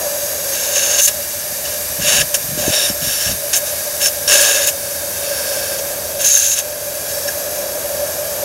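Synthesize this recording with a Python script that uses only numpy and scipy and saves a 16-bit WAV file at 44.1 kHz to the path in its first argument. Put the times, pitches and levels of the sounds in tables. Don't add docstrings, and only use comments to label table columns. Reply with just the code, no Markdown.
import sys
import numpy as np
from scipy import signal
from scipy.fft import rfft, irfft, next_fast_len
from scipy.io import wavfile
from scipy.ndimage import map_coordinates

SR = 44100
rng = np.random.default_rng(int(sys.argv[2]) if len(sys.argv) > 2 else 0)


def generate_wav(sig):
    pcm = np.round(np.clip(np.atleast_2d(sig).T, -1, 1) * 32767).astype(np.int16)
    wavfile.write(sys.argv[1], SR, pcm)


N = 372204

# (time [s], hiss level [dB])
HISS_LEVEL = [(0, -22.5), (0.65, -21.5), (1.5, -23.5), (1.9, -22), (2.8, -23.5), (3.8, -22), (4.8, -24),
              (5.5, -22), (5.95, -24), (6.7, -27), (7.15, -23), (7.6, -24.5), (8.44, -24)]
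# (time [s], level [dB])
NOTE_LEVEL = [(0, -21), (0.2, -27), (0.9, -26), (1.3, -34), (1.7, -29.5), (1.95, -31.5), (2.53, -33),
              (2.65, -21.5), (2.85, -30.5), (3.6, -29.5), (4.2, -28), (4.55, -25), (4.75, -29), (5.65, -25),
              (6.1, -26.5), (6.85, -28.5), (7.35, -24.5), (8.44, -23.5)]
# (time [s], pitch [Hz])
PORT_PITCH = [(0, 593.7), (0.75, 579.2), (1.25, 592.1), (3.5, 587.5), (5.1, 580.2), (5.55, 565.5),
              (5.9, 584), (8.44, 586)]
# (start [s], end [s], level [dB], pitch [Hz], width [Hz])
WHISTLES = [(0, 0.5, -32, 6560, 453), (2.06, 2.22, -25, 2750, 450), (2.72, 2.877, -25, 3740, 450),
            (2.73, 2.903, -22.5, 5550, 700), (2.74, 2.898, -27, 9600, 260), (3.037, 3.327, -27, 5560, 700),
            (4.03, 4.088, -17.5, 5450, 200), (4.275, 4.307, -15, 5570, 300), (4.311, 4.6, -28, 1670, 150.3),
            (5.25, 5.768, -35, 4714, 280), (5.268, 5.757, -32.5, 5450, 300),
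            (5.282, 5.75, -34.5, 1616, 160), (6.328, 6.368, -13, 6450, 260), (7.101, 7.28, -36, 5400, 400),
            (7.277, 7.295, -27, 5560, 300), (7.278, 7.298, -26, 1700, 150)]
# (start [s], end [s], rise [s], slurp level [dB], squeal level of the narrowed gap [dB],
# fine spray level [dB], change from start to end [dB])
LIQUID_DIPS = [(0.456, 0.75, 0.089, -26.5, -25, -36, 3.5), (0.722, 0.8, 0.036, -19, -17, -32, 2),
               (0.8, 0.97, 0.015, -20, -18.5, -35, 0), (0.964, 1.006, 0.025, -14.5, -14, -18, -1.5),
               (1.007, 1.058, 0.01, -25, -14, -13.5, 5), (1.072, 1.088, 0.0072, -13.5, -23, -13.5, -5.5),
               (1.62, 1.78, 0.04, -30.5, -34, -41, -10), (1.985, 2.217, 0.12, -13.5, -18.5, -22, -3.5),
               (2.339, 2.35, 0.006, -14.5, -17, -11.5, -2), (2.562, 2.702, 0.024, -24, -27, -28, 3),
               (2.674, 2.91, 0.056, -19, -33, -24.5, -6.5), (2.997, 3.32, 0.055, -22.5, -31, -25, 0.5),
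               (3.528, 3.549, 0.0089, -12.5, -15, -24, -9), (3.547, 3.574, 0.012, -23, -17, -13.5, 4),
               (3.635, 3.717, 0.03, -31, -29, -33, -8), (3.992, 4.084, 0.025, -21, -21.5, -20, 0),
               (4.052, 4.067, 0.006, -17, -14.5, -24, 0), (4.275, 4.31, 0.0037, -15, -22, -21, 2),
               (4.298, 4.65, 0.019, -15, -18, -19, -9), (4.655, 4.691, 0.015, -19, -18, -14, 1.5),
               (5.098, 5.76, 0.17, -30.5, -45, -47, 1), (5.782, 5.791, 0.007, -24, -23, -33, -2),
               (6.188, 6.25, 0.015, -23, -23, -21, -2), (6.243, 6.545, 0.003, -22.5, -12.5, -20, -5),
               (6.546, 6.599, 0.036, -19.5, -20, -20, -1.5), (7.08, 7.12, 0.015, -32, -31, -40, 0),
               (7.275, 7.289, 0.004, -24.5, -28, -28, -8)]
# (slurp level [dB], squeal level [dB], spray level [dB])
FILM_LEVELS = [-37, -38, -46]
# (start [s], end [s], depth [dB])
SEALS = [(0.995, 1.066, 17), (3.033, 3.235, 5), (6.254, 6.575, 8.5)]
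# (start [s], end [s], level [dB])
FINGER_RUBS = [(1.891, 1.925, -33), (1.978, 2.07, -30), (2.104, 2.232, -33.5), (2.425, 2.711, -34.5),
               (2.873, 2.92, -34), (3.01, 3.088, -33), (3.255, 3.33, -28)]
# (time [s], peak of the swell [dB], pitch [Hz])
FINGER_BUMPS = [(1.997, -24, 190.6), (2.034, -23, 170), (2.22, -25, 150), (2.441, -24, 109.5),
                (2.49, -24, 140), (2.53, -22, 160), (2.576, -15, 271), (2.68, -5.5, 304), (2.693, -18, 115),
                (2.702, -16, 171), (2.9, -13.5, 210.2), (2.91, -19, 192.6), (3.027, -18, 159.8),
                (3.071, -20.5, 200), (3.263, -23, 99.7), (3.305, -27, 150.2)]
# (time [s], level [dB])
DRONE_LEVEL = [(0, -39.8), (3.2, -39.3), (4.6, -40.3), (5.8, -38.3), (6.6, -41), (7.3, -38.8),
               (8.44, -38.8)]

# (centre [Hz], width [Hz], level [dB])
PORT_NOTE = [(581.4, 32, 2.5)]
NOTE_SKIRT = [(613, 1100, 0)]
PORT_BODY = [(333, 220, -1), (1160, 320, -3.5), (1665, 164, 1.5)]
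DRY_RESONANCES = [(1634, 135, -3), (2370, 210, -7), (2720, 720, -18), (3800, 220, -9), (4685, 200, -4),
                  (5780, 440, -4), (6440, 260, -5.5), (8750, 290, -9), (9700, 450, -7.5), (11350, 500, 0),
                  (12660, 420, -4.5)]
WET_RESONANCES = [(570, 36, -0.5), (1634, 90, 0.5), (2783, 385, -3), (3800, 254, -4), (4480, 133, -4),
                  (5420, 185, 0.5), (6300, 690, -9.5), (7250, 460, -5), (9720, 320, -3.5),
                  (11500, 350, -14), (15500, 600, -20)]
GAP_RESONANCES = [(3710, 200, -9.5), (6416, 224, 8.5), (7330, 500, -4.5), (9530, 470, -8)]
ROOM_BOOM = [(83, 18, 0)]

# (frequency [Hz], level [dB per Hz])
JET_COLOUR = [(300, -22), (800, -7.5), (2000, -13.5), (4100, -8.5), (5200, -4.5), (7200, -2), (8200, -2),
              (10500, -2.5), (12000, -0.5), (13500, -2.5), (15700, -5)]
SPLASH_COLOUR = [(150, -41), (500, -11), (1100, 5.5), (3000, -7.5), (7000, 12.5), (8500, -7), (12000, -12),
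                 (15700, -6)]
SPRAY_COLOUR = [(2000, -32), (5000, -12), (7300, 6.5), (8400, -4), (9700, 7), (10700, -0.5), (11600, 4),
                (14000, -2.5), (15700, -5)]
SKIN_COLOUR = [(20, -14), (50, -2), (130, -2.5), (230, -8.5), (350, -18), (700, -36), (2000, -80)]
DRONE_COLOUR = [(20, -30), (35, -12), (55, -2.5), (80, 4.5), (105, -0.5), (160, -1), (260, -6.5), (420, -5),
                (800, -18.5), (1400, -11.5), (4000, -27.5)]

REST_HZ = 585
NOTE_DRIVE_DB = -10
NOTE_BUILD_S = 0.017
SEAL_S, RELEASE_S = 0.018, 0.0087
RUB_RISE_S, RUB_FALL_S = 0.016, 0.016
JUDDER_RATE, JUDDER_DB = 50, 2
DRONE_CHOKE = 0.34
TOP_HZ = 15780


def dry_air(tuning, slurp_gain, choke_db):
    hiss_db, = curves(HISS_LEVEL)
    note_db, = curves(NOTE_LEVEL)
    hose_tuning = tuning + 0.007 * wobble(2.5)
    sung = gliding(resonate(noise(), DRY_RESONANCES), hose_tuning)
    hiss = amp(-1.0) * coloured(noise(), JET_COLOUR) + amp(-4) * sung
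    note = resonate(resonate(noise(), PORT_NOTE), NOTE_SKIRT)
    body = resonate(noise(), PORT_BODY)
    hollow = gliding(note + amp(-14) * body, tuning)
    keep = np.exp(-1 / (NOTE_BUILD_S * SR))
    drive = signal.lfilter([1 - keep], [1, -keep], slurp_gain)
    blown = np.hypot(amp(note_db), amp(NOTE_DRIVE_DB) * drive) * amp(-choke_db)
    hiss_gain = amp(hiss_db + 0.33 * wobble(16))
    return hiss_gain * hiss + blown * hollow


def liquid(tuning, slurp_gain, squeal_gain, spray_gain):
    gulps_db = 0.55 * wobble(45)
    pinch_db = 0.9 * wobble(22)
    rattle = gliding(resonate(torn(rate=550, depth_db=2.0), WET_RESONANCES), tuning)
    splash = coloured(torn(rate=700, depth_db=2.5), SPLASH_COLOUR)
    slurp = rattle + amp(-8.5) * splash
    trembling = 1 + 0.011 * wobble(30)
    squeal = gliding(resonate(torn(rate=300, depth_db=1.5), GAP_RESONANCES), trembling)
    spray = coloured(torn(rate=780, depth_db=4.5), SPRAY_COLOUR)
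    mix = slurp_gain * slurp + squeal_gain * amp(pinch_db) * squeal + spray_gain * spray
    return amp(gulps_db) * mix


def wetness():
    power = np.outer(amp(FILM_LEVELS) ** 2, np.ones(N))
    for start, end, rise, slurp_db, squeal_db, spray_db, change_db in LIQUID_DIPS:
        progress = np.clip((np.arange(N) / SR - start) / (end - start), 0, 1)
        shape = gate(start, end, rise, RELEASE_S) * amp(change_db * (progress - 0.5))
        power += np.outer(amp([slurp_db, squeal_db, spray_db]) ** 2, shape ** 2)
    return np.sqrt(power)


def choking():
    return sum(depth_db * gate(start, end, SEAL_S, RELEASE_S) for start, end, depth_db in SEALS)


def whistles():
    out = np.zeros(N + SR)
    for start, end, db, hz, width in WHISTLES:
        t = np.arange(max(round((end - start) * SR), 64)) / SR
        f = np.fft.rfftfreq(len(t), 1 / SR)
        peak = 1 / (1 + (2.2 * (f - hz) / width) ** 2)
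        tone = unit(irfft(rfft(noise()[:len(t)]) * peak, len(t)))
        fade = np.minimum(np.minimum(t, t[::-1]) / 0.0044, 1)
        out[max(round(start * SR), 0):][:len(t)] += amp(db) * tone * fade
    return out[:N]


def walls(x, t60, wet_db, count):
    t = np.arange(SR // 16) / SR
    place = np.linspace(0, count - 1, N)
    bright = filtered(x, lambda f: f ** 2 / (f ** 2 + 2600 ** 2))
    echo = np.zeros(N)
    for k in range(count):
        tail = rng.standard_normal(len(t)) * amp(-60 * t / t60) * (t > 0.001)
        near = abs(place - k) < 1
        fade = np.sqrt(1 - abs(place[near] - k))
        echo[near] += fade * signal.oaconvolve(bright[near], tail / np.linalg.norm(tail))[:len(fade)]
    return x + amp(wet_db) * echo


def fingers():
    drag = sum(amp(db) * gate(start, end, RUB_RISE_S, RUB_FALL_S) for start, end, db in FINGER_RUBS)
    judder = amp(JUDDER_DB * wobble(JUDDER_RATE))
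    out = drag * judder * coloured(torn(rate=120, depth_db=3.0), SKIN_COLOUR)
    t = np.arange(SR // 20) / SR
    for s, db, hz in FINGER_BUMPS:
        age = t * hz / 0.3
        swell = age * np.exp(1 - age)
        out[round(s * SR):][:len(t)] += amp(db) * swell * np.sin(2 * np.pi * hz * t)
    return out


def workshop(choke_db):
    drone_db, = curves(DRONE_LEVEL)
    drone = amp(drone_db - DRONE_CHOKE * choke_db) * coloured(noise(), DRONE_COLOUR)
    return drone + amp(-52.0) * resonate(noise(), ROOM_BOOM)


def noise():
    return rng.standard_normal(N)


def torn(rate, depth_db):
    return noise() * amp(depth_db * wobble(rate))


def coloured(x, spectrum):
    hz, db = np.transpose(spectrum)
    return unit(filtered(x, lambda f: amp(np.interp(np.log(f + 1), np.log(hz), db))))


def resonate(x, modes):
    def response(f):
        total = 0
        for k, (centre, width, db) in enumerate(modes):
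            damping = 1j * f * width
            total = total + (-1) ** k * amp(db) * damping / (centre * centre - f * f + damping)
        return total
    return unit(filtered(x, response))


def filtered(x, response):
    m = next_fast_len(N + 8192)
    return irfft(rfft(x, m) * response(np.fft.rfftfreq(m, 1 / SR)), m)[:N]


def gliding(x, speed):
    doubled = signal.resample_poly(x, 2, 1)
    return map_coordinates(doubled, [2 * np.cumsum(speed)], mode="wrap")


def gate(start, end, rise, fall):
    t = np.arange(N) / SR
    return np.clip((t - start) / rise, 0, 1) * np.exp(-np.clip((t - end) / fall, 0, 30))


def wobble(rate):
    points = rng.standard_normal(int(N * rate / SR) + 4)
    return map_coordinates(points, [np.arange(N) * rate / SR])


def curves(rows):
    s, *cols = np.transpose(rows)
    return [np.interp(np.arange(N) / SR, s, c) for c in cols]


def amp(db):
    return 10 ** (np.asarray(db) / 20)


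def unit(x):
    return x / np.sqrt(np.mean(x ** 2) + 1e-20)


def scene():
    tuning = curves(PORT_PITCH)[0] / REST_HZ
    slurp, squeal, spray = wetness()
    choke_db = choking()
    tip = dry_air(tuning, slurp, choke_db) + liquid(tuning, slurp, squeal, spray) + whistles()
    port = walls(tip, t60=0.041, wet_db=-6.5, count=7)
    mono = amp(-0.81) * port + fingers() + workshop(choke_db)
    return np.array([mono, mono])


def record(dry):
    thinned = signal.sosfilt(signal.butter(3, 42, "highpass", fs=SR, output="sos"), dry)
    rounded = thinned / (1 + np.abs(thinned) ** 6) ** (1 / 6)
    return np.array([filtered(channel, lambda f: f < TOP_HZ) for channel in rounded])


dry = scene()
out = record(dry)
generate_wav(out)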